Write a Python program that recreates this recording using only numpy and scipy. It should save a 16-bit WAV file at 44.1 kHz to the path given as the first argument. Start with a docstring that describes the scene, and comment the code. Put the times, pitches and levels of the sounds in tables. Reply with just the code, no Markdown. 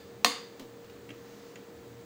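"""A small furnished room, one microphone close to a wooden clockwork metronome on a desk.
It ticks once: the escapement knocks the case and sets the steel works ringing. A hand then catches
the pendulum, grips its weight and slides it along the rod, clicking over the notches.
A fan and the mains hum quietly behind, with a soft rush of air and a low rumble."""
import sys
import numpy as np
from scipy import signal
from scipy.fft import rfft, irfft
from scipy.io import wavfile
from scipy.ndimage import uniform_filter1d

SR = 44100
rng = np.random.default_rng(int(sys.argv[2]) if len(sys.argv) > 2 else 0)


def store_wav(level_fs):
    """Save 16-bit WAV to argv[1]."""
    pcm = np.round(np.clip(np.atleast_2d(level_fs), -1, 1) * 32767)
    wavfile.write(sys.argv[1], SR, pcm.T.astype(np.int16))


N = 90404

# Modes of the wooden case, the steel works and the pendulum's weight.
# Each row: frequency in Hz, relative level in dB, time to fall 60 dB (T60) in seconds.
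CASE_MODES = [(282, -34, .138), (522, -29, .062), (722, -19, .047), (890, -17, .02), (1125, -11, .015),
              (1812, -17.5, .026), (2590, -15.5, .018), (2826, -23, .032), (3164, -18, .032),
              (3867, -19.5, .026), (4228, -14.5, .033), (4808, -21, .032), (5624, -19, .019),
              (6448, -23, .024), (6858, -25, .026), (8563, -26, .028)]
WORKS_MODES = [(1098, -36, .33), (2144, -40, .3), (3612, -46, .38), (3688, -41, .27), (4173, -39, .3),
               (4221, -38, .3), (4328, -43, .36), (4470, -41, .3), (4543, -40, .3), (4624, -39, .34),
               (4683, -46, .46), (4714, -46, .46), (4791, -49, .46), (5063, -46, .3), (6627, -52, .4),
               (6751, -46, .32), (7192, -50, .26), (10960, -57, .3)]
WEIGHT_MODES = [(1240, -11, .03), (1930, -8, .22), (2200, -8, .05), (2720, 0, .05), (3220, -5, .035)]
# Colours of the noises. Each row: frequency in Hz, relative spectral density in dB.
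CRACK_COLOUR = [(200, -18), (900, 1), (4500, 8.5), (7500, -0.5), (8600, -3), (9400, -9.5), (10600, -2),
                (12100, -15.5), (13600, 0.5), (15200, -10), (15900, -12)]
ROOM_COLOUR = [(90, -49), (150, -20), (210, -3.5), (285, 6.5), (376, -45), (480, 10), (612, -25), (720, -4),
               (830, -10), (1120, 0), (1380, -11.5), (2050, -5), (2330, -12.5), (2810, -8.5), (3290, -12),
               (3600, -4.5), (3950, -13), (4250, -7), (4750, -2.5), (5360, -19), (6700, -7), (7700, -18),
               (8550, -13), (9200, -26), (10800, -18), (11900, -28), (14000, -18), (15800, -14)]
RUMBLE_COLOUR = [(30, -20), (60, -17), (82, 6), (100, -7.5), (120, 10), (145, -9), (220, -41)]
AIR_COLOUR = [(25, -38), (50, -33), (110, -22.5), (150, -16), (206, -7), (236, -13), (275, -11), (354, -11),
              (384, -10), (463, -11.5), (503, -13), (607, -17.5), (818, -21), (1370, -24), (1610, -26.5),
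              (1740, -24.5), (2220, -28), (2910, -30.5), (4500, -31), (5300, -35.5), (6700, -33.5),
              (8300, -37), (9300, -45), (11000, -43), (12200, -50.5), (14000, -38), (16000, -32.5)]
THUD_COLOUR = [(40, -38), (75, -22), (130, -24), (280, 8), (400, 0.5), (560, 1.5), (700, -7.5),
               (950, -10.5), (2000, -40)]
TAP_COLOUR = [(500, 5), (1500, 1), (3000, 2.5), (6000, -8.5), (9000, -20), (12000, -25), (15000, -19)]
SCRAPE_COLOUR = [(600, -20), (1400, -3), (2000, 2.5), (2750, -1), (3300, -3), (4300, -16), (7000, -15),
                 (9000, -29), (13000, -37)]
SLIDE_COLOUR = [(1000, 4), (2500, -1.5), (4200, -1), (6500, -1), (8500, -16), (15000, -12)]
# The room's reverberation time. Each row: band centre in Hz, T60 in seconds.
ROOM_DECAY = [(200, 0.29), (700, 0.44), (2000, 0.48), (4600, 0.5), (7000, .37), (10000, 0.33),
              (15000, 0.18)]
# Rise and fall of the rumble. 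Each row: time in seconds, rms level in dB.
RUMBLE_LEVELS = [(0, -59.5), (.2, -58.5), (.52, -73.5), (.85, -61.5), (1.13, -55.5), (1.35, -75.5),
                 (1.65, -63.5), (1.85, -54), (2.05, -59)]
# Tones of mains, fan and electronics. Each row: frequency in Hz, rms level in dB.
HUM_TONES = [(119.5, -69.5), (205, -69.5), (281, -64), (469, -53), (506, -74.5), (1735, -75),
             (15482, -72.5)]
# Fingers on the pendulum. Each row: start in seconds, click in dB, thud in dB, tilt in dB per octave.
FINGER_TAPS = [(0.596, -41, -41.5, 4.5), (0.6194, -52, -44, -14), (0.8444, -49.5, -63, -1),
               (0.8979, -50, -68, 1)]
# Notches in the rod. Each row: start in seconds, click in dB, thud in dB, ping in Hz, ping in dB.
NOTCH_CLICKS = [(1.0913, -49, -54, 10950, -56), (1.104, -46, -47.5, 6010, -58),
                (1.557, -47.5, -52, 6900, -47), (1.5862, -69, -51, 6900, -64)]


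def undb(db):
    """Decibels to gain."""
    return 10 ** (np.asarray(db) / 20)


def curve(points, hz):
    """Read a table on a log-frequency axis."""
    freqs, values = np.array(points, float).T
    return np.interp(np.log(np.maximum(hz, 1)), np.log(freqs), values)


def noise(colour, tilt_db=0):
    """Noise of rms 1 with a given spectrum, tilted per octave."""
    hz = np.maximum(np.fft.rfftfreq(N, 1 / SR), 1)
    gain = undb(curve(colour, hz) + tilt_db * np.log2(hz))
    coloured = irfft(rfft(rng.standard_normal(N)) * gain, N)
    return coloured / coloured.std()


def since(start):
    """Seconds since a moment, zero before it."""
    return np.maximum(np.arange(N) / SR - start, 0)


def decay(start, t60):
    """Sudden onset, then a fall of 60 dB every t60 seconds."""
    t = since(start)
    return (t > 0) * np.exp(-np.log(1000) * t / t60)


def rise(start, tau_s):
    """A softened onset, climbing from 0 towards 1."""
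    return 1 - np.exp(-since(start) / tau_s)


def ring(modes, start):
    """Struck modes; neighbours swing in opposite directions."""
    t = since(start)
    return sum((-1) ** (k + 1) * undb(db) * decay(start, t60) * np.sin(2 * np.pi * hz * t)
               for k, (hz, db, t60) in enumerate(modes))


def wander(rate_hz):
    """Smooth random wander with a spread near 1."""
    hold = int(SR / rate_hz)
    steps = np.repeat(rng.standard_normal(N // hold + 1), hold)
    return uniform_filter1d(uniform_filter1d(steps, hold), hold)[:N]


def tick(start):
    """The escapement strikes, close up: a crack, the knock of the case, ringing steel, then the room."""
    crack = undb(-18.5) * noise(CRACK_COLOUR) * decay(start, t60=.04)
    furniture_echo = undb(-14.5) * ring(CASE_MODES, start + .0155)
    low_cut = signal.butter(3, 210, "high", fs=SR, output="sos")  # the small box radiates little bass
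    knock = signal.sosfilt(low_cut, ring(CASE_MODES, start) + furniture_echo)
    steel = undb(1.5) * ring(WORKS_MODES, start)
    return crack + knock + steel + reverberation(start + .0055)


def reverberation(start):
    """The room's diffuse tail, in which each band dies at its own pace."""
    spectrum, hz = rfft(noise(ROOM_COLOUR)), np.fft.rfftfreq(N, 1 / SR)
    tail = 0
    for centre, t60 in ROOM_DECAY:
        band = curve([(f, f == centre) for f, _ in ROOM_DECAY], hz)
        tail += irfft(spectrum * band, N) * decay(start, t60)
    return undb(-25.5) * tail * rise(start, tau_s=.0013)


def room_tone():
    """Behind the metronome: a rumble that comes and goes, soft air, and slightly wavering hum."""
    drift_hz, waver_db = .69, .23
    rumble_db = np.interp(since(0), *np.array(RUMBLE_LEVELS).T)
    rumble = undb(rumble_db) * noise(RUMBLE_COLOUR)
    air = undb(-52) * noise(AIR_COLOUR)
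    hum = 0
    for hz, db in HUM_TONES:
        cycles = np.cumsum(hz + drift_hz * wander(5.87)) / SR + rng.random()
        hum += np.sqrt(2) * undb(db + waver_db * wander(4.14)) * np.sin(2 * np.pi * cycles)
    return rumble + air + hum


def touch(start, click, thud_db, t60):
    """A light contact: a short click with its room tail and a low thud through the case."""
    room_tail = undb(-11) * decay(start, t60=.3)
    envelope = np.hypot(decay(start, t60), room_tail)
    thud = undb(thud_db) * noise(THUD_COLOUR) * decay(start, t60=.18) * rise(start, tau_s=.00099)
    return click * envelope + thud


def finger_taps():
    """Fingers tap against the pendulum as they catch it."""
    return sum(touch(start, undb(db) * noise(TAP_COLOUR, tilt_db), thud_db, t60=.027)
               for start, db, thud_db, tilt_db in FINGER_TAPS)


def notch_click(start, db, thud_db, ping_hz, ping_db):
    """The weight drops into a notch: it rings briefly, scrapes, and its spring clip pings."""
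    weight = undb(db) * ring(WEIGHT_MODES, start)
    ping = ring([(ping_hz, ping_db, .024)], start)
    scrape = touch(start, undb(db + 1.5) * noise(SCRAPE_COLOUR), thud_db, t60=.033)
    return (weight + ping + scrape) * rise(start, tau_s=.00037)


def weight_slide(start, length_s):
    """The weight rubs along the rod: a faint hiss that swells and fades."""
    progress = np.clip(since(start) / length_s, 0, 1)
    return undb(-60) * np.sin(np.pi * progress) * noise(SLIDE_COLOUR)


def scene():
    """Metronome, hand and room at one close microphone."""
    ticks = tick(start=-.25) + tick(start=.246)  # the first is heard only as a fading ring
    taps = finger_taps()
    notches = sum(notch_click(*row) for row in NOTCH_CLICKS)
    slide = weight_slide(start=1.09, length_s=.58)
    return (ticks + room_tone() + taps + notches + slide)[None]


def record(dry):
    """The recorder cuts the top steeply above 15.72 kHz."""
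    return signal.sosfilt(signal.ellip(10, .2, 70, 15720, fs=SR, output="sos"), dry)


dry = scene()
out = record(dry)
store_wav(out)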